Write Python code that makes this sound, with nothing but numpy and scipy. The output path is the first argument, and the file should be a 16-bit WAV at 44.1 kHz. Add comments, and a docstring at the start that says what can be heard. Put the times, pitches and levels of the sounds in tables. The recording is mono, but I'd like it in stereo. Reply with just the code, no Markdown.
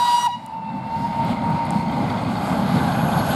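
"""Across a lane, behind a hedge, a steam train runs. Its whistle, a stack of overtones with steam noise,
ends with a droop, rings on nearby and returns flatter from far slopes as smeared tones. Shaped noise makes
the exhaust beats, rolling roar and steam hiss, which swell; struck metal tones make the clatter.
A steam leak sings in the treble, and twigs tick near the microphone as tiny bursts."""
import sys
import numpy as np
from scipy import signal
from scipy.fft import rfft, irfft, next_fast_len
from scipy.io import wavfile
from scipy.ndimage import uniform_filter1d

SR = 44100
rng = np.random.default_rng(int(sys.argv[2]) if len(sys.argv) > 2 else 0)


def int16_out(signal):
    """Quantize to a 16-bit WAV file."""
    q = np.round(np.clip(np.atleast_2d(signal).T, -1, 1) * 32767)
    wavfile.write(sys.argv[1], SR, q.astype(np.int16))


def how_loud(loudness_db):
    """Turn decibels into a plain amplitude multiplier (0 dB gives 1, 20 dB gives 10)."""
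    steps = np.asarray(loudness_db, float) / 20
    return 10 ** steps


N = 147735
M = next_fast_len(N)  # a length that transforms quickly
T = np.arange(N) / SR  # time [s]
F = np.arange(M // 2 + 1) * SR / M  # frequency [Hz]
SIDES = np.array([[.5], [-.5]])  # splits a left-minus-right difference between the two channels


def curve(rows, col=1):
    """Draws one column of a table as straight lines over time."""
    return np.interp(T, [r[0] for r in rows], [r[col] for r in rows])


def heard(rows, col):
    """Draws a level column over time [dB], silent outside its rows."""
    outside = (T < rows[0][0]) | (T > rows[-1][0])
    return curve(rows, col) - 200 * outside


def at_hz(rows, hz):
    """Reads a table between its rows, along log frequency as pitch is heard."""
    log_hz = np.log(np.maximum(hz, 1))
    return np.interp(log_hz, np.log([r[0] for r in rows]), [r[1] for r in rows])


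def unit(x):
    """Scales a signal to an rms of 1."""
    return x / np.sqrt(np.mean(np.abs(x) ** 2))


def walk(rate):
    """Random levels, each held for 1 / rate seconds and smoothed twice; their rms is 1."""
    hold = int(SR / rate)
    steps = rng.standard_normal(N // 200)[:N // hold + 1]
    held = np.repeat(steps, hold)
    smooth = uniform_filter1d(uniform_filter1d(held, hold), hold)
    return unit(smooth[:N])


def bands(colour, shape_db):
    """Stereo noise in third-octave bands, each with the level in time that shape_db(hz) gives."""
    # share of the right channel's power that follows the left: (frequency [Hz], share [0-1])
    likeness = [(30, .55), (60, 0.97), (130, 1), (290, 0.93), (640, 0.84), (1410, 0.92), (3100, 0.77),
                (6820, 0.46), (15000, 0)]
    # loudness balance: (frequency [Hz], left minus right [dB])
    balance = [(60, .3), (200, 0.3), (380, .4), (700, -1.5), (1290, -1), (2380, -1.5), (4400, -0.8),
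               (8120, 2.5), (15000, -5.5)]
    # phase between the channels: (frequency [Hz], how far the left leads [radians])
    lead = [(600, 0.035), (950, 1), (1290, -0.73), (6120, 0.71), (8790, 0.34), (9300, -1.95), (11100, -2.4),
            (12500, -.4), (15000, .01)]
    first, second = rfft(rng.standard_normal((2, M)))
    share = np.clip(at_hz(likeness, F), 0, 1)
    tilt = how_loud(at_hz(balance, F) / 2) * np.exp(.5j * at_hz(lead, F))
    left = first * tilt
    right = (np.sqrt(share) * first + np.sqrt(1 - share) * second) / tilt
    inside = (F > colour[0][0]) & (F < colour[-1][0])
    pair = np.array([left, right]) * how_loud(at_hz(colour, F)) * inside
    scale = np.sqrt(np.mean(irfft(pair, M) ** 2))
    place = 3 * np.log2(np.maximum(F, 1) / 20)  # third-octaves above 20 Hz
    out = 0
    for k in range(30):
        weight = np.clip(1 - abs(place - k), 0, 1)  # neighbouring bands cross-fade
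        out = out + irfft(pair * weight, M)[:, :N] * how_loud(shape_db(20 * 2 ** (k / 3)))
    return out / scale


def blur(width_hz):
    """Complex random envelope that smears a tone over a width, as many paths do."""
    n = M // 16 + 1  # drawn at a sixteenth of the sample rate
    z = rng.standard_normal(n) + 1j * rng.standard_normal(n)
    z = np.fft.ifft(z / (1 + (2 * np.fft.fftfreq(n, 16 / SR) / width_hz) ** 2))
    return unit(np.interp(T, np.arange(n) * 16 / SR, z))


def many_paths(hz, db, tones, width_hz, dull_db, steady):
    """Tones heard over many paths: each is smeared, around a steady part, and partly unlike left and right."""
    alike, pan_db = .8, -.6  # pan: left minus right
    phase = 2 * np.pi * np.cumsum(hz) / SR
    out = 0
    for k, tone_db in tones:
        mid = steady + blur(width_hz * np.sqrt(k))
        side = blur(width_hz * np.sqrt(k)) * np.array([[1], [-1]])
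        pair = np.sqrt((1 + alike) / 2) * mid + np.sqrt((1 - alike) / 2) * side
        gain = how_loud(tone_db + (k > 1) * dull_db)  # only the overtones grow dull
        out = out + gain * (pair * np.exp(1j * k * phase)).real
    return np.sqrt(2) * out * how_loud(db + pan_db * SIDES)


def whistle():
    """Overtones that each fade alone, over the steam jet's noise; the pitch droops as the valve shuts."""
    # fundamental of the blast: (time [s], pitch [Hz], level [dB])
    blast = [(0, 963, -19), (.028, 963, -14), (.042, 963, -18.5), (.055, 963, -17.5), (.072, 963, -21.5),
             (.09, 963, -14.5), (.105, 963, -17), (.12, 963, -17), (.148, 963, -13.5), (.175, 963, -20.5),
             (.188, 963, -14), (.194, 963, -22.5), (.226, 963, -26), (.234, 963, -19.5), (.25, 963, -16),
             (.26, 963, -18), (.272, 949, -13), (.28, 840, -23), (.29, 790, -30), (.3, 782, -33),
             (.315, 772, -49)]
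    # overtones: (multiple of the pitch, then the level at each of overtone_s [dB])
    overtones = [(2, -43, -38, -37, -43, -38, -39), (3, -42, -38, -36, -35, -34, -34),
                 (4, -36, -32, -38, -38, -36, -33), (5, -40, -41, -37, -39, -48, -52),
                 (6, -48, -48, -51, -42, -37, -44), (7, -53, -55, -52, -50, -51, -57),
                 (8, -55, -48, -48, -50, -48, -57), (9, -52, -52, -58, -56, -48, -52),
                 (10, -50, -54, -58, -58, -58, -59), (11, -59, -59, -60, -61, -62, -63)]
    # times of those levels [s]
    overtone_s = (0, .05, .11, .165, .225, .266)
    # steam through the whistle's lip: (frequency [Hz], relative level per Hz [dB])
    jet_colour = [(300, -17), (600, -19), (780, -3), (960, 2), (1100, -5), (1500, -8), (1750, -19.5),
                  (2500, -19), (3600, -12), (4500, -13.5), (5400, -25), (7000, -21.5), (9000, -17.5),
                  (12000, -22), (14200, -35.5), (14700, -50.5)]
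    jet_db = -30.5
    shut_s, shut_db_per_s = .266, 1300
    fade_db, fade_per_s = 2.2, 50  # random fading of each overtone
    jitter, jitter_per_s = .002, 88.4  # random pitch change, as a fraction
    pan_db, lead = -.3, .45  # left minus right; radians by which the left leads

    phase = 2 * np.pi * np.cumsum(curve(blast) * (1 + jitter * walk(jitter_per_s))) / SR
    shut_db = -shut_db_per_s * np.maximum(T - shut_s, 0)
    levels = [(1, heard(blast, 2))]
    for k, *db in overtones:
        levels.append((k, np.interp(T, overtone_s, db) + shut_db + fade_db * walk(fade_per_s)))
    # k * k gives every partial its own starting phase
    tone = sum(how_loud(db) * np.sin(k * phase + k * k + lead * SIDES) for k, db in levels)
    jet = bands(jet_colour, lambda hz: jet_db + shut_db + 2.0 * walk(18))
    return np.sqrt(2) * tone * how_loud(pan_db * SIDES) + jet


def nearby_ring():
    """The blast rings on nearby at a fixed pitch, its overtones dying sooner."""
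    # ring before its tones are added up: (time [s], level [dB])
    ring_level = [(.26, -53.5), (.29, -31), (.31, -30), (.345, -33), (.39, -42), (.43, -44), (.5, -44),
                  (.6, -44), (.7, -46), (.85, -60)]
    # tones: (multiple of the pitch, relative level [dB])
    tones = [(1, -1.5), (2, -23.5), (3, -13), (4, -17), (5, -26), (6, -29), (7, -36)]
    pitch_hz, width_hz, steady = 963, 22, 1.3
    dull_db = -45 * np.maximum(T - .33, 0)  # 45 dB per second
    return many_paths(pitch_hz + 0 * T, heard(ring_level, 1), tones, width_hz, dull_db, steady)


def far_echo():
    """The blast returns from far slopes, flattened as the train draws away from them."""
    # echo before its tones are added up: (time [s], pitch [Hz], level [dB])
    returns = [(.35, 896, -43), (.47, 890, -39), (.52, 888, -35), (.572, 900, -33), (.6, 897, -38),
               (.7, 895, -31), (.75, 890, -37), (.85, 900, -31.5), (.9, 905, -33), (.96, 912, -28),
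               (1.0, 922, -31), (1.06, 930, -26), (1.1, 920, -34), (1.21, 916, -24), (1.28, 918, -32),
               (1.32, 930, -30), (1.4, 925, -33), (1.44, 935, -25), (1.51, 920, -27), (1.54, 930, -32),
               (1.595, 930, -25), (1.66, 922, -30), (1.75, 930, -30), (1.84, 930, -27), (1.875, 925, -36),
               (1.935, 928, -29.5), (2.0, 925, -36), (2.15, 933, -36), (2.3, 950, -55)]
    # tones: (multiple of the pitch, relative level [dB])
    tones = [(1, -2.5), (2, -30), (3, -22), (4, -37)]
    width_hz, steady = 50, 1.4
    brightest_s, dulls_db_per_s = .72, 20
    dull_db = -dulls_db_per_s * abs(T - brightest_s)
    return many_paths(curve(returns), heard(returns, 2), tones, width_hz, dull_db, steady)


def train():
    """Noise whose rumble, roar and hiss swell, beat with the exhaust and flicker band by band."""
    # swell of the three parts: (time [s], rumble [dB], roar [dB], hiss [dB])
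    swells = [(0, -17, -4, -35), (.3, -19, -19.5, -8), (.42, -18, -18, -13), (.55, -16, -15.5, -20),
              (.72, -12, -13, -17), (.9, -8.5, -10.5, -13.5), (1.0, -4, -9, -7), (1.1, -7.5, -6.5, -8),
              (1.22, -2, -6, -3), (1.31, 1, 0, -1.5), (1.36, -2.5, -4.5, -9.5), (1.65, -3, -1, -8),
              (1.8, -3, -6.5, -6.5), (1.92, -1.5, -3, -6), (2.1, -0.5, 0, -3), (2.25, -2, -2.5, -7),
              (2.5, -1, 0.5, -1), (2.7, -0.5, 1, -4), (2.9, 1, 1, -0.5), (3.1, -1, 2.5, -1.5),
              (3.18, 0, 2, -0.5), (3.25, -0.5, -0.5, 0.5), (3.31, -2, -1.5, 3.5), (3.35, -3, 2, 3)]
    # frequency where each of those parts rules [Hz]
    part_hz = (250, 1180, 7900)
    # overall colour: (frequency [Hz], relative level per Hz [dB])
    colour = [(13, -68), (22, -34), (64, -16), (97, -8), (172, -1), (239, -3), (274, -9), (381, -20),
              (437, -20.5), (575, -13), (757, -10.5), (822, -6), (996, -15.5), (1240, -18), (1590, -24.5),
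              (1770, -32.5), (2030, -26), (2750, -31.5), (3420, -30.5), (3710, -31.5), (4260, -29.5),
              (4900, -34.5), (5400, -39), (5950, -46), (6300, -43), (7200, -41), (11400, -41),
              (13500, -54.5), (15500, -61)]
    # colour gained as the train nears: (frequency [Hz], change [dB per s])
    nearing = [(50, -0.5), (110, 0), (220, -1), (400, 2), (650, -0.5), (900, .5), (1550, 0.5), (2100, -2.5),
               (3000, 1.5), (4800, -1.5), (6600, 1.5), (12000, 1.5)]
    # exhaust beats: (time [s], rise before each band takes its share [dB])
    beats = [(.74, 3.5), (.99, 2), (1.26, 0.5), (1.49, 3.5), (1.73, 5), (2.01, 3.5), (2.281, 4), (2.52, 5),
             (2.759, 5), (3.05, 4), (3.18, 4), (3.3, 4)]
    # how much of a beat each band takes: (frequency [Hz], share of the rise)
    beat_share = [(60, .6), (200, 1.58), (600, 0.48), (3000, 0.16), (10000, 0.076)]
    train_db = -22
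    rise_s, fall_s = .027, .087
    gust_db, gust_per_s = 1.3, 24  # full from 8000 Hz up
    surge_db, surge_per_s = .7, 14  # full from 2500 Hz up
    flicker_db, flicker_per_s = 1.28, 9.15

    beat = 0
    for s, db in beats:
        rise = np.exp(-((T - s) / rise_s) ** 2)
        fall = np.exp(-np.abs(T - s) / fall_s)
        beat = beat + db * np.where(T < s, rise, fall)
    parts = [curve(swells, k) for k in (1, 2, 3)]
    surge, gust = walk(surge_per_s), walk(gust_per_s)

    def shape(hz):
        """Level of one band over time [dB], blended from its nearest parts."""
        place = np.interp(np.log(hz), np.log(part_hz), [0, 1, 2])
        level = train_db + sum(max(0, 1 - abs(place - k)) * part for k, part in enumerate(parts))
        level = level + at_hz(nearing, hz) * (T - 2.1)
        level = level + at_hz(beat_share, hz) * beat
        level = level + gust_db * gust * min(hz / 8000, 1)
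        level = level + surge_db * surge * min(hz / 2500, 1)
        return level + flicker_db * walk(flicker_per_s)
    return bands(colour, shape)


def wheels():
    """Broad resonances of wheel and rail: two bands of noise, the lower firming up as the wheels come near."""
    # rolling noise: (time [s], upper band level [dB], lower band level [dB])
    rolling = [(.7, -55.5, -55), (1.2, -47.5, -52.5), (1.7, -45, -57), (2.2, -43.5, -48.5), (2.6, -61, -40),
               (2.9, -71, -35.5), (3.35, -55, -33.5)]
    width_hz = 260
    upper = many_paths(2102 + 0 * T, heard(rolling, 1), [(1, 0)], width_hz, 0, 0)
    lower = many_paths(1510 + 0 * T, heard(rolling, 2), [(1, 0)], width_hz, 0, 0)
    return upper + lower


def clatter():
    """Rods and rail joints: random knocks and a few rattling clanks make short metal tones ring."""
    # knocks: (time [s], level [dB])
    knock_level = [(.6, -65), (1.3, -55.5), (2.1, -47), (2.7, -46), (3.0, -47.5), (3.35, -52.5)]
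    # loud clanks: (time [s], level before the ringing gain [dB], frequency where they ring most [Hz])
    clanks = [(2.375, -52, 4330), (2.78, -53, 3750), (2.955, -48, 2486), (2.995, -45, 2486),
              (3.09, -50, 2486), (3.13, -46, 3486), (3.185, -47, 4330), (3.2, -48, 4330), (3.31, -48, 4330),
              (3.32, -45, 3185)]
    # ringing tones of the metal [Hz]
    mode_hz = (2098, 2486, 3185, 3486, 3750, 4330, 4600)
    t60_s = .035  # time for a tone to die by 60 dB
    spread_db = 1.6  # how much the knocks differ in strength
    clank_s, clank_db_per_octave = .012, 30  # clank half-width; loss away from its main frequency
    when, size = rng.random(200), rng.exponential(size=200)  # about sixty knocks a second
    half = int(.04 * SR)
    knocks, loud = 0, 0
    for hz in mode_hz:
        hits = np.zeros((2, N))  # row 0: knocks, row 1: clanks
        hits[0, (when * N).astype(int)] = how_loud(spread_db * size) * rng.standard_normal(len(when))
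        rattle = rng.standard_normal(N)
        for s, db, centre_hz in clanks:
            near = slice(int(s * SR) - half, int(s * SR) + half)
            gain = how_loud(db - clank_db_per_octave * abs(np.log2(hz / centre_hz)))
            hits[1, near] += gain * np.exp(-((T[near] - s) / clank_s) ** 2) * rattle[near]
        pole = np.exp(2j * np.pi * hz / SR - np.log(1000) / (t60_s * SR))
        softened = uniform_filter1d(hits, size=5)
        rung = signal.lfilter([1], [1, -pole], softened).imag
        knocks = knocks + rung[0]
        loud = loud + rung[1] * np.sqrt(1 - abs(pole) ** 2)
    return unit(knocks) * how_loud(heard(knock_level, 1)) + 4 * loud


def leak():
    """A steam leak sings in the treble: close, wandering bands of noise."""
    # leak: (time [s], level [dB])
    leak_level = [(2.2, -70), (2.5, -56), (2.68, -51), (2.9, -50), (3.05, -45), (3.14, -44), (3.195, -39),
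                  (3.24, -46), (3.31, -38), (3.35, -42)]
    width_hz, unlike = 300, .7  # unlike: strength of what differs left and right
    out = 0
    for hz in (11080, 11380, 11680):
        phase = 2 * np.pi * np.cumsum(hz * (1 + .0037 * walk(5))) / SR
        pair = blur(width_hz) + unlike * np.array([blur(width_hz), blur(width_hz)])
        out = out + how_loud(2.3 * walk(7.48)) * (pair * np.exp(1j * phase)).real
    return unit(out) * how_loud(heard(leak_level, 1) - 2.4 * SIDES)  # louder on the right


def low_hiss():
    """A lower, narrow band of hiss: a tone smeared until it is noise."""
    # hiss: (time [s], level [dB])
    hiss_level = [(.9, -72), (1.8, -64), (2.5, -62), (2.85, -57), (3.1, -53), (3.35, -52)]
    return many_paths(6520 + 0 * T, heard(hiss_level, 1), [(1, 0)], 400, 0, 0)


def ticks():
    """Twigs near the microphone: tiny bursts of a high tone, each with a sharp, broad snap."""
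    # ticks: (time [s], peak of the burst [dB], frequency [Hz], peak of the snap [dB])
    tick_rows = [(.463, -33.5, 9000, -28), (1.25, -34.5, 12000, -48), (1.44, -38, 10000, -58),
                 (1.504, -38, 10500, -51), (1.654, -31, 9500, -39.5), (1.666, -35, 10000, -45.5),
                 (1.7068, -19, 8300, -31), (1.915, -40, 13000, -47), (1.975, -49, 12000, -47)]
    burst_s, snap_s = .00016, .00003  # half-widths
    out, half = np.zeros(N), int(.003 * SR)
    for s, db, hz, snap_db in tick_rows:
        near = slice(int(s * SR) - half, int(s * SR) + half)
        t = T[near] - s
        burst = np.exp(-(t / burst_s) ** 2) * np.cos(2 * np.pi * hz * t)
        snap = (1 - 2 * (t / snap_s) ** 2) * np.exp(-(t / snap_s) ** 2)
        out[near] += how_loud(db) * burst + how_loud(snap_db) * snap
    return out


def scene():
    """Adds up all the sources, as sounds in air do."""
    blast = whistle() + nearby_ring() + far_echo()
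    passing = train() + wheels() + clatter()
    return blast + passing + leak() + low_hiss() + ticks()


def roll_off(x):
    """The treble ends steeply here."""
    return signal.sosfilt(signal.butter(12, 15610, fs=SR, output="sos"), x)


def record(dry):
    """Hands on the finished mix."""
    return roll_off(dry)


dry = scene()
out = record(dry)
int16_out(out)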